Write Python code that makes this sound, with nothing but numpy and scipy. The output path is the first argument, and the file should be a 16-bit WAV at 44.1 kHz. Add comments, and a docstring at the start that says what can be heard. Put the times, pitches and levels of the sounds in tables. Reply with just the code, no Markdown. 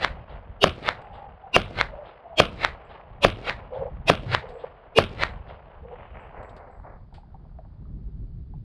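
"""A sharp crack snaps back from downrange over rumbling wind; then a pistol, a few steps away on a gravel
range, fires six steady shots. Each blast overloads the microphone and sprays off the stones; a quarter
second later the bullet's shock wave cracks back, and the same desert slopes and rock faces answer every
shot in turn. Spent cases tinkle and the gun clicks as it is handled. When the firing stops, the
camera's gain creeps up and lifts the last echoes."""
import sys
import numpy as np
from scipy import signal
from scipy.fft import rfft, irfft, next_fast_len
from scipy.io import wavfile

SR = 44100
rng = np.random.default_rng(int(sys.argv[2]) if len(sys.argv) > 2 else 0)


def log_audio(samples):
    """Write samples as a 16-bit WAV file to the path given in sys.argv[1]."""
    # one column per channel
    frames = np.atleast_2d(samples).T
    # limit to full scale, then quantise
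    limited = np.clip(frames, -1, 1)
    pcm = np.round(limited * 32767).astype(np.int16)
    wavfile.write(sys.argv[1], SR, pcm)


N = 381004

# Cue levels are relative within each layer.
# muzzle blasts: (time [s], level [dB], rumble level [dB], low ring [Hz], low ring level [dB],
# high ring [Hz], high ring level [dB])
MUZZLE_BLASTS = [(0.6411, -0.5, -45, 417.7, -6.5, 2940, -5), (1.5642, -1.5, -42.5, 1027, -12.5, 2790, -2.5),
                 (2.4011, 0, -42, 615, -9, 3250, -5), (3.2485, -.5, -47, 570, -9.5, 2460, -9.5),
                 (4.0993, -1, -29, 663, -12, 2560, -9.5), (4.9866, -1, -45, 438, -0.5, 2463, -8)]
# shots fired before the scene opens, their echoes still under way: (time [s])
EARLIER_SHOT_TIMES = [-1.05, -.2]
# bullet shock waves thrown back: (time [s], level [dB], N wave length [ms], scatter level [dB])
BULLET_CRACKS = [(0.047, -1, .5, 1.5), (0.8889, -1, 0.53, 1.5), (1.8119, 0.5, 0.46, 1),
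                 (2.6481, 1, 0.52, 2.5), (3.4966, -7, 0.36, 1), (4.3483, 0, 0.57, 2.5),
                 (5.2355, -2, 0.47, 1.5)]
# hillsides that answer every shot: (delay [s], rise [s], body level [dB], treble level [dB])
HILL_ECHOES = [(.05, .08, -54.5, -65.5), (.27, 0.08, -48, -61), (.47, .05, -48, -58), (.6, .12, -54, -67),
               (.87, .11, -53.5, -61.5), (1.14, .06, -51.5, -59), (1.33, 0.076, -50.5, -64),
               (1.55, 0.077, -55, -71), (1.84, 0.042, -52.5, -72.5), (2.05, .45, -75, -97)]
# dull pops off far rock faces: (delay [s], level [dB], centre [Hz])
ROCK_ECHOES = [(2.139, -51, 740), (2.193, -44, 800), (2.246, -49, 790), (2.357, -44, 800),
               (2.409, -55, 800), (2.465, -50, 710), (2.601, -40, 620), (2.652, -61.5, 780),
               (2.868, -61.5, 1200), (3.551, -50, 780)]
# hollow moans in the echo: (time [s], length [s], centre [Hz], width [Hz], level [dB])
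ECHO_MOANS = [(0.934, 0.45, 810, 170, -47), (1.411, 0.11, 770, 170, -46), (1.901, .16, 588, 139, -39.5),
              (2.219, 0.18, 683, 130, -44.5), (3.689, 0.23, 526, 208, -30), (4.374, .27, 482, 150, -43),
              (4.636, 0.016, 500, 190, -31), (5.81, 0.19, 486, 140, -46)]
# metal clicks of the gun being handled: (time [s], level [dB], t60 [s])
GUN_CLICKS = [(1.018, -35.5, 0.022), (4.489, -39, 0.19), (6.2035, -81, 0.075), (6.429, -52, 0.062),
              (6.4479, -73, 0.064), (6.4935, -47.5, 0.071), (6.566, -46, 0.087), (7.1408, -47, 0.22)]
# cases landing on stones: (time [s], level [dB])
CASE_LANDINGS = [(1.018, -81), (1.135, -83), (2.85, -78), (4.48, -85), (4.54, -73), (5.28, -76),
                 (6.202, -81), (6.43, -79), (6.5, -80), (6.712, -85)]
# wind on the microphone: (time [s], level [dB])
WIND_LEVELS = [(0, -39.5), (.55, -46.5), (1.05, -45.5), (1.45, -54), (1.8, -35.5), (2.2, -65), (2.55, -45),
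               (2.95, -52), (3.5, -45.5), (3.95, -38), (4.3, -41.5), (4.8, -57.5), (5.25, -38), (5.55, -45),
               (6.2, -55), (7.5, -53), (7.95, -46), (8.64, -48.5)]
# decay of the scatter off the gravel: (frequency [Hz], t60 [s])
GRAVEL_DECAY = [(60, 0.42), (200, 0.17), (600, 0.18), (1200, 0.22), (3000, 0.23), (6000, 0.17),
                (14000, 0.22)]

# noise colours: (frequency [Hz], relative level [dB])
RUSH_SPECTRUM = [(60, -11.5), (200, -9.5), (320, -0.5), (450, -5.5), (650, -5.5), (900, -5), (1250, -12),
                 (2000, -12.5), (2600, 2), (3500, -5.5), (5000, -13), (6500, -25.5), (11000, -27.5),
                 (16000, -51.5)]  # hiss leading into a blast
GRAVEL_SPECTRUM = [(40, -9.5), (130, -3.5), (200, -4), (300, -1.5), (550, -3.5), (1000, -14.5),
                   (1800, -16.5), (2800, -18), (4200, -20), (6000, -38.5), (8000, -39), (11000, -50),
                   (16000, -67.5)]  # scatter off the ground nearby
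FAR_STONES_SPECTRUM = [(100, 0), (330, 6), (550, 5), (1000, -15.5), (1800, -15), (3000, -14), (5000, -21),
                       (6200, -32), (8500, -34), (14000, -57.5)]  # crackle from farther down the range
CRACK_RISE_SPECTRUM = [(60, -0.5), (300, -12), (500, 5), (1000, -0.5), (2100, 2), (3000, -5), (4200, -7.5),
                       (5200, -20.5), (6000, -30), (9000, -34), (15000, -51.5)]  # scatter before a crack
CRACK_TAIL_SPECTRUM = [(60, 1), (300, -9), (550, 0), (1000, -2), (2000, 1.5), (2800, -11), (4000, -11.5),
                       (6000, -33), (9000, -37.5), (15000, -59)]  # scatter after it
HILL_BODY_SPECTRUM = [(150, -7.5), (310, -8), (480, 3.5), (700, 4.5), (1000, 0), (1500, -8), (2200, -16.5),
                      (3500, -63.5)]  # midrange roll off the hills
HILL_TREBLE_SPECTRUM = [(700, -15.5), (1200, 2.5), (2000, 3), (2900, 7), (4000, -7.5), (5000, -12.5),
                        (5800, -35), (9000, -42), (15000, -59.5)]  # its bright edge
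NEAR_SLOPE_SPECTRUM = [(500, 12.5), (1200, -1), (2200, -3), (3400, 13), (5000, -7.5), (6000, -50),
                       (9000, -46), (14000, -58)]  # smear off the nearest hillside
CLACK_SPECTRUM = [(600, 15), (1600, 5.5), (3000, 3), (4700, 3.5), (6000, -19), (8500, -8), (11000, -40),
                  (15000, -38)]  # gun parts
WIND_SPECTRUM = [(12, -24.5), (20, -8), (44, -1), (156, -11.5), (243, -22.5), (278, -28.5), (428, -32),
                 (448, -42.5), (700, -48.5), (910, -90), (1540, -120)]  # buffeting on the microphone
AIR_SPECTRUM = [(100, 2.5), (1000, -9.5), (2500, -19), (4800, -19), (5800, -39), (8000, -38), (10000, -39),
                (15000, -41.5)]  # open-air hiss


def pistol(rush_db=-18.5, gravel_db=-9.0, repeat_share=0.29, slap_s=0.0534, slap_db=-14.5):
    """A metallic rush swells into each blast; the ground scatters it and something near slaps it back."""
    out, t = np.zeros(N), clock(0.5)
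    # gun and camera stay put, so part of the ground's answer repeats from shot to shot
    repeating = np.sqrt(repeat_share) * gravel_scatter(t)
    # stones farther down the range crackle back, cresting 0.16 s after the blast
    far_swell = from_db(-44) * 0.5 ** (((t - 0.16) / 0.085) ** 2)
    for s, db, _, *rings in MUZZLE_BLASTS:
        lead_s, rush = metallic_rush(*rings)
        add(out, s - lead_s, from_db(db + rush_db) * rush)
        bang = from_db(db) * muzzle_blast()
        add(out, s, bang)
        scatter = repeating + np.sqrt(1 - repeat_share) * gravel_scatter(t)
        add(out, s + 0.0018, from_db(db + gravel_db) * scatter)
        add(out, s + slap_s, from_db(slap_db) * cut(bang, 3100, "high", order=3))
        add(out, s, far_swell * noise(FAR_STONES_SPECTRUM, len(t), grain_db=6.0))
    return out


def muzzle_blast(push_ms=0.4, bounce_ms=1.5, ring_hz=1120, ring_t60=0.0035, thump_ms=1.2, gain_db=12.0):
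    """A pressure jump, its suction and its ground bounce; the camera rings and the gas cloud thumps."""
    t = clock(0.06)
    phase = t * 1000 / (push_ms * np.exp(0.1 * rng.standard_normal()))
    pressure = (1 - phase) * np.exp(-phase)
    wave = cut(cut(pressure, 430, "high"), 3000, "low", order=3)
    pitch_hz = ring_hz * (1 + 0.013 * rng.standard_normal())
    ring = from_db(-14 - 60 * t / ring_t60) * np.sin(2 * np.pi * pitch_hz * t)
    thump_phase = t * 1000 / thump_ms
    thump = from_db(-15) * thump_phase * (thump_phase - 2) * np.exp(-thump_phase)
    bounce = from_db(-1.5) * np.interp(t - bounce_ms / 1000, t, cut(wave, 1100, "low"), left=0)
    return from_db(gain_db) * (wave + ring + thump + bounce)


def metallic_rush(low_hz, low_db, high_hz, high_db, lead_s=0.042, rise_s=0.014, fall_s=0.0017):
    """Hiss with a low and a high ring swells into the bang; returns its lead time and the sound."""
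    t, size = clock(0.06) - lead_s, len(clock(0.25))
    swell = 0.5 ** ((t / np.where(t < 0, rise_s, fall_s)) ** 2)
    hiss = rippled(noise(RUSH_SPECTRUM, size), depth_db=9.0, spacing_hz=110)
    parts = [(-3.5, hiss), (low_db, hollow(low_hz, 90, size)), (high_db, hollow(high_hz, 190, size))]
    return lead_s, sum(from_db(db) * rms_one(part[:len(t)] * swell) for db, part in parts)


def gravel_scatter(t):
    """Stony ground sprays the blast back, each octave dying at its own rate."""
    crackle, out = noise(GRAVEL_SPECTRUM, len(t), grain_db=6.0), np.zeros(len(t))
    edges_hz = 30 * 2.0 ** np.arange(10)
    for low, high in zip(edges_hz, edges_hz[1:]):
        t60 = at_hz(GRAVEL_DECAY, np.sqrt(low * high))
        out += cut(crackle, [low, high], "band") * from_db(-60 * t / t60)
    return out


def downrange_cracks(front_share=0.36, gain_db=9.5, bounce_s=0.006, rise_t60=0.12, fall_t60=0.19):
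    """The bullet's N wave returns with a ground bounce, in a cloud of scatter that swells and fades."""
    out, t = np.zeros(N), clock(0.25)
    from_crest_s = np.hypot(t, 0.017) - 0.017  # rounds off the cloud's crest
    for s, db, length_ms, scatter_db in BULLET_CRACKS:
        phase = t * 1000 / length_ms
        # pressure jumps up, slides below zero and snaps back; the rear shock is the stronger
        n_wave = (front_share - phase) * (phase < 1)
        snap = cut(cut(n_wave, 1000, "high", order=1), 4200, "low", order=4)
        bounce = from_db(-17.5) * np.interp(t - bounce_s, t, cut(snap, 1800, "low"), left=0)
        add(out, s, from_db(db + gain_db) * (snap + bounce))
        rise = from_db(scatter_db - 25 - 60 * from_crest_s[::-1] / rise_t60)
        cloud = rippled(noise(CRACK_RISE_SPECTRUM, len(t), grain_db=3.5), depth_db=5.0, spacing_hz=109.7)
        add(out, s - t[-1], rise * cloud)
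        fall = from_db(scatter_db - 31 - 60 * from_crest_s / fall_t60)
        add(out, s, fall * noise(CRACK_TAIL_SPECTRUM, len(t), grain_db=3.5))
    return out


def floor_rumble(delay_s=0.13, length_s=0.2, centre_hz=112, width_hz=96):
    """The bass of each blast comes back off the range floor as one low swell."""
    out, size = np.zeros(N), len(clock(length_s))
    for s, _, db, *_ in MUZZLE_BLASTS:
        add(out, s + delay_s, from_db(db) * hollow(centre_hz, width_hz, size) * np.hanning(size))
    return out


def hills(lumps_db=1.9, pops_per_s=60, top_at_one_second_hz=3020, air_dulling=0.89):
    """Each slope rolls each shot back in countless reflections: quick rise, slow fall, small pops."""
    out, body_power, t = np.zeros(N), np.zeros(N), clock(4)
    for delay_s, rise_s, body_db, treble_db in HILL_ECHOES:
        smear, power = t / rise_s * np.exp(1 - t / rise_s), np.zeros(N)
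        for s in shot_times():
            add(power, s + delay_s, smear ** 2)
        body_power += from_db(body_db) ** 2 * power
        impulses = (rng.random(N) < pops_per_s / SR) * rng.uniform(-0.057, 1, N)
        pops = rms_one(cut(impulses + 1e-18, [900, 2300], "band", order=3))
        treble = noise(HILL_TREBLE_SPECTRUM, N, grain_db=1.0) + from_db(-1) * pops
        top_hz = top_at_one_second_hz / delay_s ** air_dulling  # air dulls the later echoes
        out += from_db(treble_db) * np.sqrt(power) * rms_one(cut(treble, top_hz, "low", order=6))
    lumps = flutter(lumps_db, top_hz=63)
    body = np.sqrt(body_power) * noise(HILL_BODY_SPECTRUM, N, grain_db=1.5)
    return lumps * (out + body)


def echo_moans(edge_share=0.59, skirt_hz=750, skirt_width_hz=650):
    """Hollow moans rise and sink in the echo, fluttering, each inside a broader rush."""
    out = np.zeros(N)
    for s, length_s, hz, width_hz, db in ECHO_MOANS:
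        size = len(clock(length_s))
        core = from_db(-0.5) * hollow(hz, width_hz, size)
        skirt = from_db(-9.5) * hollow(skirt_hz, skirt_width_hz, size)
        add(out, s, from_db(db) * (core + skirt) * signal.windows.tukey(size, edge_share))
    return out * flutter(depth_db=2.5, top_hz=25)


def rock_faces(width_hz=480, snap_t60=0.015, tail_t60=0.1, top_hz=1700):
    """Far rock faces return every shot; distance leaves only a dull snap and a short tail."""
    out, t = np.zeros(N), clock(0.2)
    fade = from_db(-9 - 60 * t / snap_t60) + from_db(-12.5 - 60 * t / tail_t60)
    for delay_s, db, hz in ROCK_ECHOES:
        for s in shot_times():
            add(out, s + delay_s, from_db(db) * fade * hollow(hz, width_hz, len(t)))
    return cut(out + 1e-18, top_hz, "low", order=4)


def near_slope(delay_s=0.24, rise_s=0.019, level_db=-57.5):
    """The nearest hillside answers each crack with a soft, bright smear."""
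    out, t = np.zeros(N), clock(0.25)
    smear = t / rise_s * np.exp(1 - t / rise_s)
    for s, *_ in BULLET_CRACKS:
        add(out, s + delay_s, from_db(level_db) * smear * noise(NEAR_SLOPE_SPECTRUM, len(t), grain_db=1))
    return out


def gun_handling(trim_db=-11.0):
    """The gun's metal parts clack in short bursts of noise."""
    out, t = np.zeros(N), clock(0.37)
    for s, db, t60 in GUN_CLICKS:
        add(out, s, from_db(db + trim_db - 60 * t / t60) * noise(CLACK_SPECTRUM, len(t), grain_db=-0.5))
    return out


def spent_cases(ring_hz=7700, t60=0.3, bounce_db=-4.0):
    """Each brass case sings one high note, beating as it spins, and lands twice."""
    out, t = np.zeros(N), clock(0.37)
    for s, db in CASE_LANDINGS:
        spin = 1 + 0.27 * np.cos(2 * np.pi * rng.uniform(26, 50) * t)
        pitch_hz = ring_hz * (1 + 0.0024 * rng.standard_normal())
        note = from_db(db - 60 * t / t60) * spin * np.sin(2 * np.pi * pitch_hz * t)
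        add(out, s, note)
        add(out, s + rng.uniform(0.012, 0.055), from_db(bounce_db) * note)
    return out


def wind(buffet_db=3.0, air_db=-78.5):
    """Wind buffets the microphone with a lumpy rumble, over the faint hiss of open air."""
    wind_db = np.interp(np.arange(N) / SR, *np.transpose(WIND_LEVELS))
    gusts = from_db(wind_db) * flutter(buffet_db, top_hz=5.3)
    return gusts * noise(WIND_SPECTRUM, N) + from_db(air_db) * noise(AIR_SPECTRUM, N)


def shot_times():
    """Firing times of all the shots that echo."""
    return EARLIER_SHOT_TIMES + [s for s, *_ in MUZZLE_BLASTS]


def noise(spectrum, size, grain_db=0):
    """Coloured noise, rms 1; grain_db makes it crackle like separate small reflections."""
    n = next_fast_len(size)
    hz = np.arange(n // 2 + 1) * SR / n
    grains = from_db(grain_db * np.minimum(rng.standard_normal(n // 32 + 1), 2.5))
    grainy = np.repeat(grains, 32)[:n] * rng.standard_normal(n)
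    colour = from_db(at_hz(spectrum, hz)) * (hz > 18)
    return rms_one(irfft(rfft(grainy) * colour, n)[:size])


def hollow(hz, width_hz, size):
    """Noise in one resonance with gentle skirts, rms 1."""
    f = np.arange(size // 2 + 1) * SR / size + 1
    detune = (f - hz * hz / f) / width_hz
    return rms_one(irfft(np.exp(2j * np.pi * rng.random(len(f))) / (1 + detune ** 2) ** 2.4, size))


def rippled(x, depth_db, spacing_hz):
    """Metallic peaks and notches: a random gain every spacing_hz, shallower in the bass."""
    hz = np.arange(len(x) // 2 + 1) * SR / len(x)
    ripple = np.interp(hz / spacing_hz, np.arange(1000), rng.uniform(-1, 1, 1000))
    return irfft(rfft(x) * from_db(depth_db * ripple * np.minimum(hz / 1500, 1)), len(x))


def flutter(depth_db, top_hz):
    """A gain that wavers at random by depth_db rms."""
    return from_db(depth_db * rms_one(cut(rng.standard_normal(N), top_hz, "low")))


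def from_db(db):
    """Decibels to gain."""
    return 10 ** (np.asarray(db) / 20)


def rms_one(x):
    """Scale to unit rms."""
    return x / np.sqrt(np.mean(x ** 2) + 1e-20)


def clock(seconds):
    """Sample times from zero."""
    return np.arange(int(seconds * SR)) / SR


def at_hz(points, hz):
    """Read a table on a log-frequency axis."""
    f, value = np.transpose(points)
    return np.interp(np.log(hz + 1e-9), np.log(f), value)


def add(out, s, sound):
    """Mix a sound in from time s."""
    i = int(round(s * SR))
    lo, hi = max(i, 0), min(i + len(sound), len(out))
    if hi > lo:
        out[lo:hi] += sound[lo - i:hi - i]


def cut(x, hz, kind, order=2):
    """Causal Butterworth filter."""
    return signal.sosfilt(signal.butter(order, np.clip(hz, 10, 0.45 * SR), kind, fs=SR, output="sos"), x)


def gain_control(x, target_db=-10.5, release_db_per_s=13.5, boost_db=8.0):
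    """The camera's gain starts low and peaks hold it down; in the quiet it creeps up to full boost."""
    recovery_db = release_db_per_s * np.arange(N) / SR
    peak_db = 20 * np.log10(np.abs(x) + 1e-9)
    held_db = np.maximum.accumulate(np.maximum(peak_db + recovery_db, 0), axis=-1) - recovery_db
    return x * from_db(np.clip(target_db - held_db, 0, boost_db))


def scene():
    """Gunfire, echoes, small metal and wind at one microphone."""
    gunfire = pistol() + downrange_cracks()
    echoes = floor_rumble() + near_slope() + hills() + rock_faces() + echo_moans()
    return (gunfire + echoes + gun_handling() + spent_cases() + wind())[None]


def record(dry, soften_hz=9000, stopband_hz=16536):
    """Blasts flatten against full scale and duck the gain; the treble is softened and the top is cut."""
    overloaded = 0.97 * dry / (1 + dry ** 6) ** (1 / 6)
    softened = cut(gain_control(overloaded), soften_hz, "low", order=1)
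    return signal.sosfilt(signal.cheby2(14, 70, stopband_hz, fs=SR, output="sos"), softened)


dry = scene()
out = record(dry)
log_audio(out)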